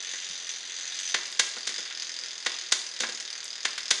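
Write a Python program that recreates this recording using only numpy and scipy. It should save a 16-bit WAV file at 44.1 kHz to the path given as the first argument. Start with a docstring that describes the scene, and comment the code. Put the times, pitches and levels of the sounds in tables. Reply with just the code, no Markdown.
"""A bicycle chain runs over its sprockets, cranked by hand on a repair stand in a small room.
Each link meets a tooth in a brief impact, about forty times a second, over a fine rattle of rollers.
The slack chain knocks on the frame and grazes the derailleur; the shift mechanism snaps, and the
chain drops onto a new sprocket, which rings in its natural modes. The resonances of frame and
sprockets colour all these sounds, and the room adds a short reverberation."""
import sys
import numpy as np
from scipy import signal
from scipy.fft import rfft, irfft, next_fast_len
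from scipy.io import wavfile
from scipy.ndimage import uniform_filter1d

SR = 44100
rng = np.random.default_rng(int(sys.argv[2]) if len(sys.argv) > 2 else 0)


def digitize_waveform(pressure):
    """Quantize a signal to 16-bit integers and store it at the path in sys.argv[1].

    Rows of a 2-D input are taken as channels; values are limited to [-1, 1].
    """
    field = np.atleast_2d(pressure).T
    bounded = np.clip(field, -1, 1)
    quanta = np.round(bounded * 32767).astype(np.int16)
    wavfile.write(sys.argv[1], SR, quanta)


N = 176400
TIME = np.arange(N) / SR

# Travel of the chain: t/s, links passed
CHAIN_TRAVEL = [(0.0038, 0), (0.3543, 16), (0.6298, 28), (0.9891, 44), (1.1193, 50), (1.2551, 56),
                (1.6778, 74), (1.722, 76), (1.781, 79), (1.8285, 81), (1.998, 88), (2.403, 105),
                (2.5873, 113), (2.6872, 117), (2.7913, 121), (2.9635, 128), (3.1486, 135), (3.303, 141),
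                (3.6559, 155), (3.9807, 168)]
# Force with which the links seat: t/s, level/dB (all levels in the tables are relative)
SEATING_FORCE = [(0, -26.5), (.08, -24.5), (.21, -26), (.26, -24), (.36, -24.5), (.43, -30), (.49, -25),
                 (.57, -27.5), (.67, -28), (.78, -25), (.92, -26), (1.1, -23.5), (1.28, -28.5), (1.59, -27),
                 (1.65, -28.5), (1.75, -24.5), (1.92, -28), (2.0, -25.5), (2.2, -28), (2.44, -27.5),
                 (2.52, -25.5), (2.68, -28.5), (2.8, -29), (2.97, -27), (3.13, -26), (3.22, -28),
                 (3.34, -25), (3.48, -27), (3.86, -26)]
# Links that catch and seat harder: t/s, added level/dB
CATCHING_LINKS = [(.493, 4.5), (.989, 5), (1.255, 3), (1.328, 3), (1.998, 3), (2.021, 3), (2.094, 3),
                  (2.189, 4), (2.237, 4), (2.26, 3), (2.518, 3), (2.589, 3), (2.612, 3), (2.866, 4),
                  (3.857, 2)]
# Gear in use: start t/s, roller f/Hz, ring time/s, ring level/dB, rattle level/dB, pulley level/dB
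GEAR_STATES = [(0, 5950, .0028, -4, -45, -4), (1.2, 4950, .0011, 3, -47, -9),
               (2.45, 4850, .0011, 2.5, -47.5, -10), (3.05, 4950, .0011, 3, -51, -20)]
# Spectra of a link's tick, the rattle, a metal crunch, a graze and the background: f/Hz, level/dB
TICK_SPECTRUM = [(205, -28), (905, -23), (1810, -1.5), (2610, -3.5), (3610, 3.5), (4260, 1.5), (4960, 6),
                 (5510, -5.5), (6060, 5), (6710, 2.5), (7910, -12.5), (9510, -16.5), (11490, -36.5)]
RATTLE_SPECTRUM = [(31, -80), (121, -33), (382, -12.5), (955, -33), (1710, -2), (2610, 7.5), (3510, 13),
                   (5410, -13), (6710, 0), (7910, -5.5), (9510, -12), (11490, -40)]
CRUNCH_SPECTRUM = [(61, -28), (172, -15), (352, -7), (755, -7.5), (1510, -5), (2610, -4), (3610, 7),
                   (5410, 6.5), (6710, 9), (7910, 0.5), (9510, -3), (11490, -18.5)]
GRAZE_SPECTRUM = [(1000, -20), (4000, -19), (6700, 1), (8000, -1), (11000, -17)]
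BACKGROUND_SPECTRUM = [(26, -32), (61, -14), (122, -8.5), (405, 6.5), (910, 5), (2010, 11.5), (9990, -49)]
# Bass, low middle, high middle and treble bands of an impact: lower f/Hz, upper f/Hz
IMPACT_BANDS = [(190, 550), (550, 1300), (1300, 2700), (2700, 11000)]
# Knocks of the slack chain on the frame: t/s, ring f/Hz, level/dB in each of the four bands
CHAIN_KNOCKS = [(0.134, 1760, -54, -51, -41, -42), (1.565, 1430, -46.5, -47, -37.5, -42),
                (1.69, 1700, -53, -56, -35.5, -33), (1.784, 1450, -47, -51, -39.5, -39.5),
                (1.855, 1800, -68, -67, -38, -48), (1.907, 1450, -70, -68, -36, -56),
                (3.02, 1400, -43, -55, -36, -33.5), (3.033, 1650, -45, -34, -27.5, -42),
                (3.087, 1600, -45, -60, -38, -37), (3.143, 1600, -53, -68, -55, -42),
                (3.203, 2150, -57, -70, -43, -36), (3.777, 1520, -66, -52, -31.5, -37)]
# Grazes of the chain on the derailleur: t/s, level/dB
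PLATE_GRAZES = [(0.953, -34), (1.005, -30), (1.045, -39), (1.089, -30.5), (1.269, -35), (1.317, -32),
                (3.442, -26), (3.78, -28.5)]
# Snaps of the shift mechanism and chain drops: t/s, ring f/Hz, level/dB in each of the four bands
SHIFT_SNAPS = [(1.1415, 1760, -37, -31.5, -19.5, -25.5), (1.3925, 1630, -38, -31.5, -19.5, -15),
               (1.6697, 1590, -44, -46, -31, -25), (2.4607, 1910, -38, -33.5, -22, -25.5),
               (2.7196, 1530, -38.5, -31.5, -23, -14.5), (3.0018, 1525, -38.5, -45, -29, -23.5),
               (3.6492, 1780, -41.8, -33.5, -21.5, -25), (3.9062, 1530, -37, -34, -20, -15.5)]
# Landings of the chain on a new sprocket: t/s, hub level/dB, sprocket level/dB
CHAIN_LANDINGS = [(1.672, -47, -31), (3.005, -37, -41)]
# Modes of hub (below 1 kHz) and sprocket: f/Hz, level/dB, T60/s
HUB_SPROCKET_MODES = [(231, -1, .16), (440, -3, .09), (495, -2, .08), (3280, -1, .03), (3420, -7, .05),
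                      (3610, 0, .055)]
# Resonances of the derailleur: f/Hz, bandwidth/Hz, level/dB
DERAILLEUR_MODES = [(1030, 70, -2), (2000, 80, -1), (2200, 80, 0), (2700, 70, -1), (3200, 80, -4),
                    (3560, 80, -4), (4390, 70, -3), (4850, 90, -2), (6020, 70, -3), (6720, 70, -5)]
# Resonances of frame and sprockets: f/Hz, bandwidth/Hz, level/dB
FRAME_MODES = [(175, 12, -9), (231, 14, -8), (358, 11, 0), (496, 11, -1), (1430, 60, -6), (1640, 120, -7),
               (1950, 100, -5), (3620, 300, -11.5), (6050, 350, -12), (6600, 250, -13)]


def from_db(db):
    """Amplitude ratio of a level: tenfold for every 20 dB."""
    return 10 ** (np.asarray(db) / 20)


def unit_rms(x):
    """Normalisation to a root mean square of one."""
    return x / np.sqrt(np.mean(x ** 2) + 1e-20)


def add(out, start_s, sound):
    """Superposition: a short sound is summed into the output from its starting time."""
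    i = int(np.clip(start_s * SR, 0, N - 1))
    out[i:i + len(sound)] += sound[:N - i]


def held_decay(t, hold_s, decay_s):
    """Exponential damping that sets in after a time at full amplitude."""
    return np.exp(-np.maximum(t - hold_s, 0) / decay_s)


def burst(envelope, smoothing_hz=150):
    """Spectral whitening: noise under an envelope has its energy spread evenly over frequency."""
    noise = rng.standard_normal(len(envelope)) * envelope
    spectrum = rfft(noise)
    power = uniform_filter1d(np.abs(spectrum) ** 2, int(smoothing_hz * len(noise) / SR), mode="mirror")
    whitened = irfft(spectrum * np.sqrt(np.sum(envelope ** 2) / (power + 1e-20)), len(noise))
    return np.clip(whitened, -3 * envelope, 3 * envelope)


def coloured(x, spectrum):
    """Minimum-phase filtering to a given spectrum; white noise keeps its power."""
    size = next_fast_len(len(x) + 4096, True)
    size += size % 2
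    hz, db = np.transpose(spectrum)
    bin_hz = np.fft.rfftfreq(size, 1 / SR)
    gain = unit_rms(from_db(np.interp(np.log(bin_hz + 1), np.log(hz), db)))
    cepstrum = irfft(np.log(gain))
    cepstrum[1:size // 2] *= 2  # folding onto positive time makes the filter causal
    cepstrum[size // 2 + 1:] = 0
    return irfft(rfft(x, size) * np.exp(rfft(cepstrum)))[:len(x)]


def resonate(x, modes):
    """Forced vibration: each resonance adds a narrow band of the driving sound to that sound."""
    return x + sum(from_db(db) * signal.lfilter(*signal.iirpeak(hz, hz / width, fs=SR), x)
                   for hz, width, db in modes)


def damped_mode(hz, db, t60, attack_s=.002):
    """Free vibration of one mode: a sinusoid that rises softly and decays exponentially."""
    t = TIME[:SR // 2]
    return np.minimum(t / attack_s, 1) * from_db(db - 60 * t / t60) * np.sin(2 * np.pi * hz * t)


def gear_at(time_s):
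    """Step function of time: the roller, rattle and pulley settings of the gear in use."""
    gears = np.array(GEAR_STATES)
    return gears[np.searchsorted(gears[1:, 0], time_s), 1:].T


def roller_ring(t, hz, ring_s, attack_s=.002, rise_hz=330, scatter=.025):
    """Linear chirp under a Gaussian envelope: a seating roller rings briefly with rising pitch."""
    from_peak = t - attack_s
    centre_hz = hz * (1 + scatter * rng.normal())
    cycles = centre_hz * from_peak + rise_hz / ring_s * from_peak ** 2 / 2 + rng.random()
    envelope = np.minimum(t / attack_s, 1) * np.exp(-(from_peak / ring_s) ** 2)
    return envelope * np.sin(2 * np.pi * cycles)


def chain_links(tick_db=-3, lead_s=.0006, force_spread_db=1, colour_spread_db=2.5):
    """Impact train: each link ticks on a tooth, its roller rings, and a lighter pulley tick follows."""
    travel_s, passed = np.transpose(CHAIN_TRAVEL)
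    times = np.interp(np.arange(passed[-1] + 1), passed, travel_s)
    force_db = np.interp(times, *np.transpose(SEATING_FORCE))
    force_db += force_spread_db * rng.normal(size=len(times))
    for at, db in CATCHING_LINKS:
        force_db[np.argmin(np.abs(times - at))] += db
    out, t = np.zeros(N), TIME[:SR // 25]
    tick = held_decay(t, hold_s=.0025, decay_s=.0014)
    shiver = from_db(-6.5) * held_decay(t, hold_s=.01, decay_s=.004)  # each tick holds for about 10 ms, then dies away quickly
    for at, gap_s, force in zip(times - lead_s, np.gradient(times), from_db(force_db)):
        roller_hz, ring_s, ring_db, _, pulley_db = gear_at(at)
        spectrum = [(hz, db + colour_spread_db * rng.normal()) for hz, db in TICK_SPECTRUM]
        tooth_tick = coloured(burst(np.maximum(tick, shiver)), spectrum)
        add(out, at, force * from_db(tick_db) * tooth_tick)
        pulley_lag_s = gap_s * rng.uniform(.45, .62)
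        pulley_tick = coloured(burst(tick), spectrum)
        add(out, at + pulley_lag_s, force * from_db(tick_db + pulley_db) * pulley_tick)
        add(out, at, force * from_db(ring_db) * roller_ring(t, roller_hz, ring_s))
    return out


def roller_rattle(clicks_per_s=2500, spread_db=4, swell_db=3.5):
    """Shot noise: rollers and plates jostle through the derailleur in dense, random, tiny clicks."""
    sizes = from_db(spread_db * np.minimum(rng.exponential(1, N), 4))
    signs = rng.choice([-1, 1], N)
    clicks = sizes * signs * (rng.random(N) < clicks_per_s / SR)
    swell = unit_rms(signal.sosfilt(signal.butter(2, 25, fs=SR, output="sos"), rng.standard_normal(N)))
    rattle_db = gear_at(TIME)[3]
    return unit_rms(coloured(clicks, RATTLE_SPECTRUM)) * from_db(rattle_db + swell_db * swell)


def background(level_db=-53):
    """Stationary filtered noise: a faint, steady hiss."""
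    return from_db(level_db) * coloured(rng.standard_normal(N), BACKGROUND_SPECTRUM)


def metal_impact(envelope, ring_hz, band_dbs, ring_width_hz=90, ring_db=2.5, spread_db=2.5):
    """Modal excitation: a crunch of metal contacts rings the derailleur, differently each time."""
    modes = [(hz, width, db + spread_db * rng.normal()) for hz, width, db in DERAILLEUR_MODES]
    modes.append((ring_hz, ring_width_hz, ring_db))
    crunch = resonate(coloured(burst(envelope), CRUNCH_SPECTRUM), modes)
    out = 0
    for edges_hz, db in zip(IMPACT_BANDS, band_dbs):
        band = signal.sosfilt(signal.butter(2, edges_hz, "band", fs=SR, output="sos"), crunch)
        band_rms = np.sqrt(np.sum(band ** 2) / (.02 * SR))  # as if its energy lay within 20 ms
        out = from_db(db) * band / band_rms - out  # alternating signs avoid notches between bands
    return out


def chain_knocks(attack_s=.0026, decay_s=.0085):
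    """Soft impact: the slack chain slaps the frame with a force that builds, then decays."""
    out, t = np.zeros(N), TIME[:SR // 10]
    envelope = np.minimum(t / attack_s, 1) * np.exp(-t / decay_s)
    for at, ring_hz, *band_dbs in CHAIN_KNOCKS:
        add(out, at, metal_impact(envelope, ring_hz, band_dbs))
    return out


def low_bump(start_s=.298):
    """Damped oscillation of a single low mode, heard as one soft bump."""
    out = np.zeros(N)
    add(out, start_s, damped_mode(hz=173, db=-48.5, t60=.09))
    return out


def plate_grazes(decay_s=.003):
    """Glancing contact: side plates graze the derailleur in thin, bright ticks of noise."""
    out = np.zeros(N)
    envelope = np.exp(-TIME[:SR // 20] / decay_s)
    for at, db in PLATE_GRAZES:
        add(out, at, from_db(db) * burst(envelope))
    return coloured(out, GRAZE_SPECTRUM)


def shift_snaps(gain_db=-2, play_s=.003, play_db=-9, hold_s=.0025, decay_s=.0036):
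    """Backlash: the shift mechanism quietly takes up its play, then strikes home."""
    out, t = np.zeros(N), TIME[:SR // 10]
    envelope = np.where(t < play_s, from_db(play_db), held_decay(t, play_s + hold_s, decay_s))
    for at, ring_hz, *band_dbs in SHIFT_SNAPS:
        add(out, at, metal_impact(envelope, ring_hz, band_dbs))
    return from_db(gain_db) * out


def chain_landings():
    """Free vibration after impact: the sprocket pings and the hub rings low as the chain drops on."""
    out = np.zeros(N)
    for at, hub_db, sprocket_db in CHAIN_LANDINGS:
        for hz, db, t60 in HUB_SPROCKET_MODES:
            strike_db = hub_db if hz < 1000 else sprocket_db
            add(out, at, damped_mode(hz, db + strike_db, t60))
    return out


def room(direct, delay_s=.0027, early_db=-11.5, early_t60_s=.047, late_db=-5.7, late_t60_s=.53):
    """Reverberation by convolution: quick reflections from floor and wheel, and a diffuse tail."""
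    t, response = TIME[:SR // 2], 0
    for db, t60 in ((early_db, early_t60_s), (late_db, late_t60_s)):
        tail = burst(from_db(-60 * t / t60) * (t > delay_s))
        response = response + from_db(db) * tail / np.sqrt(np.sum(tail ** 2))
    return direct + signal.fftconvolve(direct, response)[:N]


def scene():
    """Source and filter: the drivetrain excites the frame and sounds in the room, over a faint hiss."""
    running_chain = chain_links() + roller_rattle()
    impacts = shift_snaps() + chain_knocks() + chain_landings() + low_bump() + plate_grazes()
    bicycle = from_db(-5.5) * resonate(running_chain + impacts, FRAME_MODES)
    return (room(bicycle) + background())[None]


def record(dry, cutoff_hz=11550):
    """Band limiting: an elliptic low-pass filter cuts the highest treble steeply."""
    return signal.sosfilt(signal.ellip(10, .2, 70, cutoff_hz, fs=SR, output="sos"), dry)


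dry = scene()
out = record(dry)
digitize_waveform(out)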